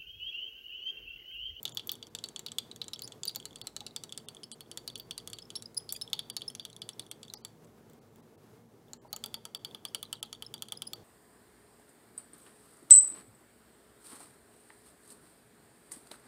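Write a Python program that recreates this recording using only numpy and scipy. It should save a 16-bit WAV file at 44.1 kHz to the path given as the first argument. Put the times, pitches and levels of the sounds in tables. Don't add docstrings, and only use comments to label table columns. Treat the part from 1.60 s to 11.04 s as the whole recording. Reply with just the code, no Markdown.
import sys
import numpy as np
from scipy import signal
from scipy.fft import rfft, irfft, next_fast_len
from scipy.io import wavfile
from scipy.ndimage import uniform_filter1d

SR = 44100
rng = np.random.default_rng(int(sys.argv[2]) if len(sys.argv) > 2 else 0)


def dump(signal):
    limited = np.clip(np.atleast_2d(signal).T, -1, 1)
    pcm = np.round(limited * 32767).astype(np.int16)
    wavfile.write(sys.argv[1], SR, pcm)


def to_linear_factor(level_db):
    exponent = np.asarray(level_db, float) / 20
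    return 10 ** exponent


N = 416304
STEADY_TOP_HZ = 15850
HELD_FROM_S = 7.0


def place(seconds, shapes):
    out = np.zeros(N + shapes.shape[1])
    starts = np.round(seconds * SR).astype(int)[:, None]
    np.add.at(out, starts + np.arange(shapes.shape[1]), shapes)
    return out[:N]


def bandpass(x, low_hz, high_hz, order=2):
    return signal.sosfilt(signal.butter(order, [low_hz, high_hz], "band", fs=SR, output="sos"), x)


def strike(seconds, blow_db, modes, scatter_db, detune, rise_s, lean_db=0, scramble=1):
    hz, db, t60 = np.transpose(modes)
    luck = rng.standard_normal((len(seconds), len(modes), 3))
    share = to_linear_factor(db + lean_db + scatter_db * luck[..., 0])
    share = share * np.sqrt(np.sum(to_linear_factor(db) ** 2) / np.sum(share ** 2, axis=1))[:, None]
    t = np.arange(int(t60.max() * SR)) / SR
    shapes = 0
    for k in range(len(modes)):
        turns = hz[k] * (1 + detune * luck[:, k, 1:2]) * t + scramble * luck[:, k, 2:]
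        shapes = shapes + share[:, k:k + 1] * to_linear_factor(-60 * t / t60[k]) * np.sin(2 * np.pi * turns)
    return place(seconds, to_linear_factor(blow_db)[:, None] * shapes * (1 - np.exp(-t / rise_s)))


# (start t/s, end t/s, treble level/dB)
DROPOUTS = [(0.127, 0.143, -24), (0.303, 0.309, -16), (0.488, 0.502, -11), (1.643, 1.648, -13),
            (2.021, 2.039, -24), (2.662, 2.681, -28), (2.922, 2.946, -16), (3.341, 3.351, -22),
            (3.439, 3.445, -9), (4.008, 4.016, -8), (4.354, 4.361, -12), (4.709, 4.726, -21),
            (4.824, 4.83, -7), (5.199, 5.212, -12), (5.497, 5.508, -22), (5.747, 5.771, -27),
            (5.819, 5.84, -26), (6.059, 6.07, -13), (6.393, 6.413, -14), (6.609, 6.624, -14),
            (6.759, 6.776, -17), (7.376, 7.416, -24), (7.482, 7.502, -17), (7.979, 7.991, -13),
            (8.61, 8.623, -25), (9.258, 9.267, -11), (9.341, 9.353, -22)]


def treble_dropouts(x):
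    t, size = np.arange(N) / SR, next_fast_len(N)
    edges = np.geomspace(1300, 17500, num=24)
    spared = rng.random((len(DROPOUTS), len(edges))) < np.where(edges < 5500, .2, .07)
    spectrum, hz, out = rfft(x, size), np.fft.rfftfreq(size, 1 / SR), x.copy()
    for k, (low, high) in enumerate(zip(edges, edges[1:])):
        band = irfft(spectrum * (hz >= low) * (hz < high), size)[0, :N]
        ringing = to_linear_factor(12) * np.median(np.abs(band[::50]))
        duck_db = np.zeros(N)
        for (start, end, db), stays in zip(DROPOUTS, spared[:, k]):
            near = slice(int((start - .003) * SR), int((end + .003) * SR))
            fade = np.clip(np.minimum(t[near] - start, end - t[near]) / .008 + .35, 0, 1)
            quiet = np.median(np.abs(band[near])) < ringing
            short_and_deep = end - start < .014 and db < -24
            if (quiet and not stays) or short_and_deep:
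                duck_db[near] += 1.1 * db * fade
        out += (to_linear_factor(duck_db) - 1) * band
    return out


# (t/s, length t/s, low f/Hz, high f/Hz, level/dB)
SMEARS = [(.318, .026, 5000, 15800, -53), (2.917, .03, 3000, 3350, -56), (2.917, .03, 3950, 4200, -57),
          (2.917, .034, 4500, 4750, -56), (2.917, .03, 8000, 8300, -54), (2.917, .03, 8550, 8800, -55),
          (2.917, .028, 9100, 9350, -56), (2.917, .028, 10600, 10900, -58), (4.326, .03, 8000, 12500, -49),
          (4.348, .026, 6900, 7150, -53), (4.35, .022, 3200, 3450, -53), (4.335, .025, 4600, 4900, -53),
          (5.752, .02, 4300, 5400, -57), (.122, .024, 6900, 7200, -61), (4.35, .022, 2400, 2650, -58)]


def smears():
    out = np.zeros(N)
    for s, length_s, low_hz, high_hz, db in SMEARS:
        noise = bandpass(rng.standard_normal(4096), low_hz, high_hz, order=4)[-int(length_s * SR):]
        fade = np.cos(np.linspace(0, np.pi / 2, len(noise))) ** .7
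        out[int(s * SR):][:len(noise)] += to_linear_factor(db) * noise / noise.std() * fade
    return out


# (f/Hz, level/dB per Hz)
AIR = [(20, -43.5), (40, -33), (80, -12.5), (105, -0.5), (230, -6), (478, -2), (505, -9), (800, -12.5),
       (1500, -20.5), (2400, -27), (12500, -32), (15800, -34.5)]
# (f/Hz, rms level/dB, wobble f/Hz)
HUM = [
    (54.2, -78, 1.2),
    (113.5, -71, 8),
    (157, -71, 9),
    (228.8, -67, 15),
    (2136, -88, 2.9),
]


def ventilation():
    hz = np.fft.rfftfreq(N, 1 / SR) + 1e-3
    air_hz, air_db = np.transpose(AIR)
    colour = to_linear_factor(np.interp(np.log(hz), np.log(air_hz), air_db)) * (hz < STEADY_TOP_HZ)
    air = irfft(rfft(rng.standard_normal(N)) * colour, N)
    gusts = uniform_filter1d(rng.standard_normal(N), size=3000) * 55
    out = to_linear_factor(-59.5 + 1.3 * gusts) * air / air.std()
    for tone_hz, db, wobble_hz in HUM:
        tone = irfft(rfft(rng.standard_normal(N)) / (1 + ((hz - tone_hz) / wobble_hz) ** 2), N)
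        out = out + to_linear_factor(db) * tone / tone.std()
    return out


def room(x):
    t = np.arange(SR // 2) / SR
    early, late = rng.standard_normal((2, len(t))) * (t > .0015)
    late = signal.sosfilt(signal.butter(1, 5000, fs=SR, output="sos"), late)
    echo = early * to_linear_factor(-24.0 - 60 * t / 0.021) + late * to_linear_factor(-45.5 - 60 * t / 0.36)
    echo = signal.sosfilt(signal.cheby2(10, 50, STEADY_TOP_HZ, fs=SR, output="sos"), echo)
    return signal.fftconvolve(x, echo)[:N]


# (t/s, peak level/dB)
THUDS = [(1.762, -43), (2.211, -44), (7.448, -43), (7.536, -41), (7.769, -45), (5.74, -47), (4.535, -44),
         (8.53, -51), (8.63, -51), (7.95, -50), (9.125, -55), (1.5, -50), (7.645, -48), (8.35, -47)]
# (f/Hz, level/dB, t60 t/s)
THUD_MODES = [(570, -5.5, 0.06), (684, -7.5, 0.042), (810, -3.5, 0.054), (926, -2, 0.037),
              (1040, -14, 0.017), (1280, -9, .03)]


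def bench_thuds():
    s, db = np.transpose(THUDS)
    return strike(s, db, THUD_MODES, scatter_db=5.0, detune=0.046, rise_s=0.0028)


# (f/Hz, level/dB, t60 t/s)
BENCH_MODES = [(663, -21.5, 0.017), (873, -26, 0.037), (1126, -42, 0.016), (1308, -21, 0.036),
               (1530, -35.5, 0.021)]


def bench_shake(s, wall_db, rod_db, held):
    db = np.clip(rod_db, wall_db, wall_db + 14.0) + np.where(held, 5.0, -3.0)
    t = np.arange(1024) / SR
    shudder = rng.standard_normal((len(s), len(t))) * (1 - np.exp(-t / 0.002)) * np.exp(-t / 0.012)
    out = place(s, to_linear_factor(db - 18.5)[:, None] * bandpass(shudder, 550, 1500))
    return out + strike(s, db, BENCH_MODES, scatter_db=-0.5, detune=0.038, rise_s=0.0016)


# (t/s, swell t/s, slip rate f/Hz, level/dB of multiple 1, level/dB of multiple 2)
SQUEAKS = [(1.336, 0.0014, 5280, -34, -40), (1.434, .004, 4980, -42.5, -44.5),
           (1.441, .004, 4800, -39.5, -44), (1.45, 0.0039, 5220, -44, -54), (1.677, 0.0057, 4756, -27, -33),
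           (1.341, .003, 5500, -41, -59), (4.167, 0.0027, 5030, -35.5, -42),
           (2.837, 0.0037, 5170, -38, -47), (3.82, 0.0053, 5130, -40.5, -62),
           (3.956, 0.01, 5450, -35.5, -39), (4.057, 0.0026, 4980, -36.5, -54),
           (4.171, 0.0085, 5010, -29, -30), (4.302, .004, 5300, -43, -48), (4.361, 0.0045, 4800, -37, -49),
           (4.414, 0.0079, 5220, -33, -40.5), (4.769, 0.0012, 5190, -33, -37),
           (4.879, 0.0039, 5250, -31.5, -40.5), (5.332, .002, 5500, -48, -70),
           (3.853, .002, 5300, -52, -70), (5.769, 0.0031, 4900, -44.5, -83),
           (8.283, 0.003, 5130, -45.5, -54), (8.864, 0.0013, 5160, -36.5, -50),
           (9.172, 0.0033, 5040, -41, -46), (9.268, 0.0078, 5030, -39, -39.5)]


def squeaks():
    s, swell_s, hz, first_db, second_db = np.transpose(SQUEAKS)[..., None]
    t = np.arange(6144) / SR
    after = np.maximum(t - swell_s, 0)
    release = np.exp(-(after / .0024) ** 1.3)
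    ring = np.clip(2500 * swell_s ** 2, .08, .25) * np.exp(-after / (.004 + 1.2 * swell_s))
    tail = 5.5 * swell_s * np.exp(-after / 0.045)
    grip = np.minimum(t / swell_s, 1) ** .55 * (release + ring + tail)
    uneven = uniform_filter1d(rng.standard_normal((len(s), len(t))), size=260) * 16
    uneven = uniform_filter1d(uneven, size=120)
    grit = uniform_filter1d(rng.standard_normal(uneven.shape), size=40) * 6.3
    grit = grit * np.clip(after / .003, .6, 1) * np.exp(-after / 0.0144)
    glide = np.tanh((t - swell_s) / 0.009)
    pitch_hz = hz * (1 + 0.019 * grit + 0.0045 * uneven + 0.012 * glide)
    turns = 2 * np.pi * np.cumsum(pitch_hz, axis=1) / SR
    tones = 0
    for k, db in enumerate((first_db, second_db, second_db - 18)):
        tones = tones + to_linear_factor(db) * grip ** (1 + .15 * k) * np.sin((k + 1) * turns)
    scrape = bandpass(rng.standard_normal(uneven.shape), 4200, 5900)
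    tones = tones + to_linear_factor(first_db - 12.0) * grip ** 0.8 * scrape
    return place(s[:, 0], tones * (1 + .2 * np.roll(uneven, 1, axis=0)))


# (f/Hz, level/dB, t60 t/s)
RING_MODES = [(4440, 0, 0.06), (4575, -0.5, 0.094)]
HELD_RING_MODES = [(4615, 0, .07), (4495, -4, .06)]


def thermometer(s, ring_db, held, light_s, light_rod_db):
    out = strike(light_s, light_rod_db - 23, RING_MODES, scatter_db=3, detune=.003, rise_s=.003)
    out = out + strike(s[~held], ring_db[~held] + 2.5, RING_MODES, scatter_db=4.0, detune=.007, rise_s=.003)
    return out + strike(s[held], ring_db[held] + 5.0, HELD_RING_MODES, scatter_db=3.0, detune=0.003,
                        rise_s=0.0054)


# (f/Hz, level/dB, t60 t/s)
RIM_MODES = [(4652, -5.5, 0.017), (5220, -1, 0.0038)]


def rim(s, ring_db):
    return strike(s, ring_db + 19.0, RIM_MODES, scatter_db=4.0, detune=0.025, rise_s=0.001)


# (f/Hz, level/dB, t60 t/s)
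WALL_MODES = [(3036, -5.5, 0.022), (3418, -2, 0.014), (2540, -21, 0.0085), (3970, -5, 0.026),
              (2035, -22, 0.0058)]
HELD_WALL_MODES = [(3080, -19, 0.022), (3420, -6, 0.011), (2660, -23, 0.026), (4000, -8, 0.012)]


def wall(s, wall_hz, wall_db, held):
    octaves = np.log2(np.array(WALL_MODES)[:, 0] / wall_hz[:, None])
    lean_db = np.maximum(-60 * octaves ** 2, -6)
    out = strike(s[~held], wall_db[~held] - 3.5, WALL_MODES, scatter_db=2.0, detune=.02, rise_s=0.00069,
                 lean_db=lean_db[~held], scramble=0.066)
    out = out + strike(s[held], wall_db[held] - 2.0, HELD_WALL_MODES, scatter_db=2.0, detune=0.022,
                       rise_s=0.00034, scramble=0.073)
    t = np.arange(1024) / SR
    rattle = rng.standard_normal((len(s), len(t))) * (1 - np.exp(-t / 0.00048)) * np.exp(-t / 0.0066)
    rattle_db = wall_db + np.where(held, -11.0, -5.0)
    return out + place(s, to_linear_factor(rattle_db)[:, None] * bandpass(rattle, 2900, 4800))


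# (f/Hz, level/dB, t60 t/s)
CLICK_MODES = [(hz, -9.5, .0055) for hz in np.geomspace(11000, 16400, num=10)]


def tip_clicks(s, rod_db, click_db):
    hardness = np.clip(click_db - rod_db + 2, -5, 8)[:, None]
    lean_db = 3 * hardness * np.log2(np.array(CLICK_MODES)[:, 0] / 13000)
    return strike(s, click_db + 2.5, CLICK_MODES, scatter_db=3.0, detune=.04, rise_s=.0002, lean_db=lean_db)


# (f/Hz, level/dB, t60 t/s)
ROD_MODES = [(hz, -11, .0065) for hz in np.geomspace(5600, 10600, num=14)]
# (t/s, f/Hz)
ROD_PITCH = [(0, 6640), (.5, 6900), (1, 7860), (1.45, 6860), (2.3, 7900), (3.2, 9400), (3.9, 7900),
             (4.4, 10200), (5.4, 9600), (5.7, 7260), (7.55, 6950), (7.75, 9700), (8.4, 9350), (9.4, 9350)]


def rod(s, rod_db):
    loudest_hz = np.interp(s, *np.transpose(ROD_PITCH))[:, None]
    octaves = np.log2(np.array(ROD_MODES)[:, 0] / loudest_hz)
    lean_db = np.maximum(-76.5 * octaves ** 2, -7)
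    return strike(s, rod_db + 2.5, ROD_MODES, scatter_db=3.5, detune=.03, rise_s=.0001, lean_db=lean_db)


def knocks(s, wall_hz, wall_db, rod_db, click_db):
    t = np.arange(1024) / SR
    lasts_s = 0.0025 * np.clip(3500 / wall_hz, 0, 1)[:, None] ** 1.8
    swell = (1 - np.exp(-t / .0004)) * np.exp(-(t / lasts_s) ** 3)
    knock = to_linear_factor(wall_db + 1.5)[:, None] * swell * np.sin(2 * np.pi * wall_hz[:, None] * t)
    crack = rng.standard_normal((len(s), len(t))) * (np.exp(-t / 0.003) + 0.1 * np.exp(-t / 0.0192))
    crack = signal.lfilter([.3], [1, -.7], crack)
    crack = crack - 0.47 * signal.sosfilt(signal.butter(2, 2700, fs=SR, output="sos"), crack)
    crack_db = np.minimum(np.minimum(rod_db, wall_db + 10), click_db + 19.5) - 10.0
    return place(s, knock + crack * to_linear_factor(crack_db)[:, None])


def landings(tables, pitches_hz):
    rows = [np.insert(np.array(table, float), 1, hz, axis=1) for table, hz in zip(tables, pitches_hz)]
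    rows = np.vstack(rows)
    rows[:, 1] *= 1 + 0.023 * rng.standard_normal(len(rows))
    return rows


# (t/s, level/dB)
LIGHT_CLICK = [(0, 1), (.7, -4), (1.5, 6), (2.3, -4), (3.8, -10), (4.3, 8), (4.7, -4), (5.3, -12), (5.9, -13),
               (7.5, 6), (8.2, -6), (9.4, -3)]


def unrung(table, click_db):
    s, wall_db, rod_db = np.transpose(table)
    click_db = click_db + np.interp(s, *np.transpose(LIGHT_CLICK)) + 3 * rng.standard_normal(len(s))
    return np.c_[s, wall_db, np.full(len(s), -90), rod_db, rod_db + click_db]


SHARP_TAPS = [(0.0529, -22.5, -54, -27.5, -31), (0.1717, -25.5, -44.5, -30.5, -30),
              (0.3168, -37, -45.5, -30, -17.5), (0.984, -23, -48, -24.5, -28),
              (2.014, -34.5, -46.5, -36.5, -41), (2.3619, -32, -44.5, -25, -31),
              (2.576, -39, -51, -28, -38), (3.1734, -34.5, -46.5, -27, -37.5),
              (3.3978, -39, -48, -48.5, -31), (3.5091, -29.5, -44, -31, -34.5),
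              (3.6743, -38.5, -55, -30.5, -34), (4.3238, -41.5, -59, -21, -18),
              (4.531, -19.5, -38, -26, -28.5), (4.5915, -25.5, -45, -31.5, -38),
              (4.6994, -33, -48, -30.5, -36), (5.3949, -33.5, -49.5, -29, -37),
              (5.5135, -36.5, -53.5, -29.5, -41), (5.8488, -40, -50.5, -28.5, -37)]
DULL_TAPS = [(0.0777, -35.5, -53, -39, -64), (0.195, -32, -59, -45, -52), (0.2928, -25, -49, -33, -30),
             (0.587, -39, -64, -35.5, -63), (0.4265, -36, -52.5, -39, -49), (0.761, -32, -49, -30, -56),
             (0.884, -39.5, -59, -45, -56), (0.9179, -38, -62, -32.5, -56), (1.3922, -42, -59, -35.5, -58),
             (1.476, -46, -57, -34.5, -46), (1.5205, -41, -65, -38, -58),
             (1.633, -34.5, -45.5, -27.5, -51.5), (1.749, -43, -60, -37, -46), (1.9581, -41, -53, -35, -51),
             (2.5233, -35, -56, -34, -45), (2.6852, -37.5, -52, -32, -45), (2.833, -39.5, -53, -41, -53),
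             (2.9153, -42, -59, -31.5, -59), (3.0065, -41.5, -51, -37, -41),
             (3.1142, -39.5, -51.5, -34, -47), (3.3558, -34, -48, -35, -46),
             (3.7316, -34.5, -44, -31.5, -41), (3.786, -36.5, -53, -35.5, -49), (3.903, -38, -60, -37, -50),
             (4.8182, -33, -52, -40.5, -51), (4.9504, -41, -58, -31, -42), (4.9961, -33, -48.5, -38, -47),
             (5.0508, -33.5, -55, -31, -41), (5.218, -33, -47, -36.5, -47), (5.29, -33.5, -56, -29, -42),
             (5.6304, -41.5, -53, -37.5, -53)]
SLANT_TAPS = [(0.5496, -32.5, -52, -27.5, -36), (0.6393, -29, -41, -31.5, -37),
              (0.7928, -40, -60, -31, -39), (0.8628, -28, -41.5, -33, -33), (1.1136, -36.5, -63, -41, -57),
              (1.2154, -27, -50, -34.5, -42), (1.2814, -39.5, -71, -31.5, -49),
              (1.3335, -28, -48, -35.5, -39), (1.6797, -42, -40, -46, -59),
              (1.6935, -31.5, -55.5, -37, -41), (2.2055, -34.5, -59, -37, -48),
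              (2.4364, -40, -55, -29, -37.5), (4.413, -31.5, -53, -33, -38),
              (4.766, -28.5, -37, -24.5, -32), (5.737, -39, -53, -29.5, -32)]
GLANCES = [(1.854, -36.5, -48.5, -29, -47.5), (2.0702, -33, -68, -27.5, -35.5),
           (2.1642, -33, -50, -27, -43), (2.2648, -30.5, -52, -27.5, -51.5), (3.5784, -35, -49, -28.5, -38),
           (3.954, -32, -47, -35.5, -44), (4.023, -45, -62, -33.5, -43), (4.2912, -34.5, -42, -37, -47),
           (7.333, -39, -63, -34.5, -46)]
RIM_GLANCES = [(1.4198, -38, -46.5, -39, -30), (1.6533, -34, -48, -34, -25),
               (1.7589, -31.5, -46, -29, -21.5), (3.2767, -30.5, -40, -31.5, -36),
               (7.5289, -28, -41, -27, -26)]
HELD_TAPS = [(7.5627, -40.5, -56, -31.5, -31), (7.6388, -29, -45, -27, -32), (7.66, -39, -53, -35, -31),
             (7.742, -30, -42, -29, -34), (7.8526, -38.5, -52, -29, -37), (7.9478, -30, -40.5, -30.5, -31),
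             (8.0475, -29.5, -44, -33, -36), (8.147, -33.5, -60, -42, -44), (8.2514, -29, -44, -28, -33),
             (8.3469, -25.5, -42, -24.5, -30), (8.4283, -31, -56, -30.5, -28), (8.5281, -27, -47, -26, -29),
             (8.6282, -27, -50, -28, -29), (8.7281, -33, -51, -31.5, -42), (8.8232, -32, -58, -33, -36),
             (8.9396, -33.5, -46.5, -30.5, -36), (9.022, -29.5, -52, -29, -28), (9.085, -42, -61, -41, -44),
             (9.1215, -28.5, -52, -29, -30), (9.22, -29, -52, -29.5, -31),
             (9.333, -32.5, -44.5, -29.5, -31)]
FIRM_TAPS = SHARP_TAPS, DULL_TAPS, SLANT_TAPS, GLANCES, RIM_GLANCES, HELD_TAPS
FIRM_HZ = [3460, 3345, 3840, 4200, 4190, 3294]
# (t/s, wall level/dB, rod level/dB)
BOUNCES = [(0.093, -47, -41), (.121, -45, -52), (.3535, -46, -42), (.4685, -49, -41.5), (.659, -48, -42),
           (.072, -46, -51), (3.061, -57.5, -67), (5.65, -50.5, -55), (7.765, -56, -59.5),
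           (1.908, -47, -55), (.6866, -46, -33), (1.1607, -46, -37), (1.242, -44, -41),
           (1.3598, -38.5, -48), (1.8001, -38.5, -40.5), (1.9292, -48.5, -51), (2.4932, -43, -47),
           (2.7478, -48, -43), (2.7676, -41, -53), (3.6, -45, -53), (3.7, -47, -35.5), (3.3, -39, -40),
           (3.972, -43, -54), (4.5, -51, -48), (3.826, -51, -55), (3.594, -56, -56), (3.998, -53, -60),
           (4.3626, -42.5, -35), (4.4764, -39.5, -49), (5.1, -46, -43), (4.2, -52, -58), (4.581, -49, -60),
           (4.3, -47, -49), (4.809, -43, -49), (4.901, -47, -35.5), (5.164, -42, -39), (5.4647, -50, -49),
           (8.1106, -46, -58.5), (8.749, -43, -53), (8.359, -49, -62), (8.54, -50, -62), (8.568, -51, -62),
           (8.64, -57, -66), (8.962, -49, -64), (9.034, -53, -62), (9.1, -52, -62), (.235, -54, -66),
           (2.5, -52, -53), (2.6, -50, -60), (5.027, -52, -60), (2.548, -52, -56), (4.9, -42, -56),
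           (5.681, -45.5, -46), (1.8265, -45, -54), (.183, -42, -60), (.063, -42, -60.5), (0.34, -42, -60),
           (4.31, -45, -57), (8.9793, -47.5, -50)]
SKIPS = [(1.7113, -41, -51.5), (1.673, -37.5, -38), (1.985, -56, -50), (4.1455, -53, -45),
         (5.1293, -45, -44), (5.7, -36, -52), (2.309, -47, -58), (2.08, -48, -58), (5.425, -48, -60),
         (3.768, -52, -62), (8.453, -43, -61), (8.554, -43, -58), (8.66, -52, -62), (8.462, -55, -62),
         (9.151, -48, -62), (8.991, -53, -62), (8.651, -46, -66), (8.8485, -46, -54)]
TICKS = [(0.0296, -50, -38), (0.148, -59, -42), (0.2722, -57, -40.5), (3.378, -65, -44), (3.385, -65, -45),
         (3.9607, -60, -62), (4.372, -55, -54), (6.046, -76, -56), (6.298, -64, -56), (6.333, -64, -57),
         (6.5587, -64, -56), (7.2825, -60, -70)]


def contacts():
    light = [unrung(BOUNCES, -11), unrung(SKIPS, -12), unrung(TICKS, 10)]
    hits = np.vstack([landings(FIRM_TAPS, FIRM_HZ), landings(light, [3380, 3950, 3450])])
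    luck = rng.random((len(hits), 2, 2))
    weaker_db = np.array([-20.5, -40, -20.5, -21])
    rows = [hits]
    for k in range(2):
        s = hits[:, 0] + .005 + .03 * luck[:, k, 0]
        wall_hz = hits[:, 1] * (.9 + .2 * luck[:, k, 1])
        levels_db = hits[:, 2:] + weaker_db - 8.0 * luck[:, k].sum(axis=1, keepdims=True)
        rows.append(np.c_[s, wall_hz, levels_db])
    return np.vstack(rows).T


def taps():
    s, wall_hz, wall_db, ring_db, rod_db, click_db = contacts()
    s = s + .0003
    out = knocks(s, wall_hz, wall_db, rod_db, click_db) + rod(s, rod_db) + tip_clicks(s, rod_db, click_db)
    firm = slice(sum(map(len, FIRM_TAPS)))
    light = slice(firm.stop, len(s) // 3)
    held = s[firm] > HELD_FROM_S
    out = out + wall(s[firm], wall_hz[firm], wall_db[firm], held)
    out = out + thermometer(s[firm], ring_db[firm], held, s[light], rod_db[light])
    out = out + rim(s[firm], ring_db[firm])
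    return out + bench_shake(s[firm], wall_db[firm], rod_db[firm], held) + bench_thuds()


def scene():
    glass, whistles = taps(), squeaks()
    return (glass + whistles + room(glass + .45 * whistles) + ventilation())[None]


def band_limit(x):
    return signal.sosfilt(signal.butter(12, 17000, fs=SR, output="sos"), x)


def record(dry):
    mix = treble_dropouts(dry) + smears()
    mix = signal.sosfilt(signal.cheby2(10, 60, 17200, fs=SR, output="sos"), mix)
    return band_limit(mix)


dry = scene()
out = record(dry)
dump(out)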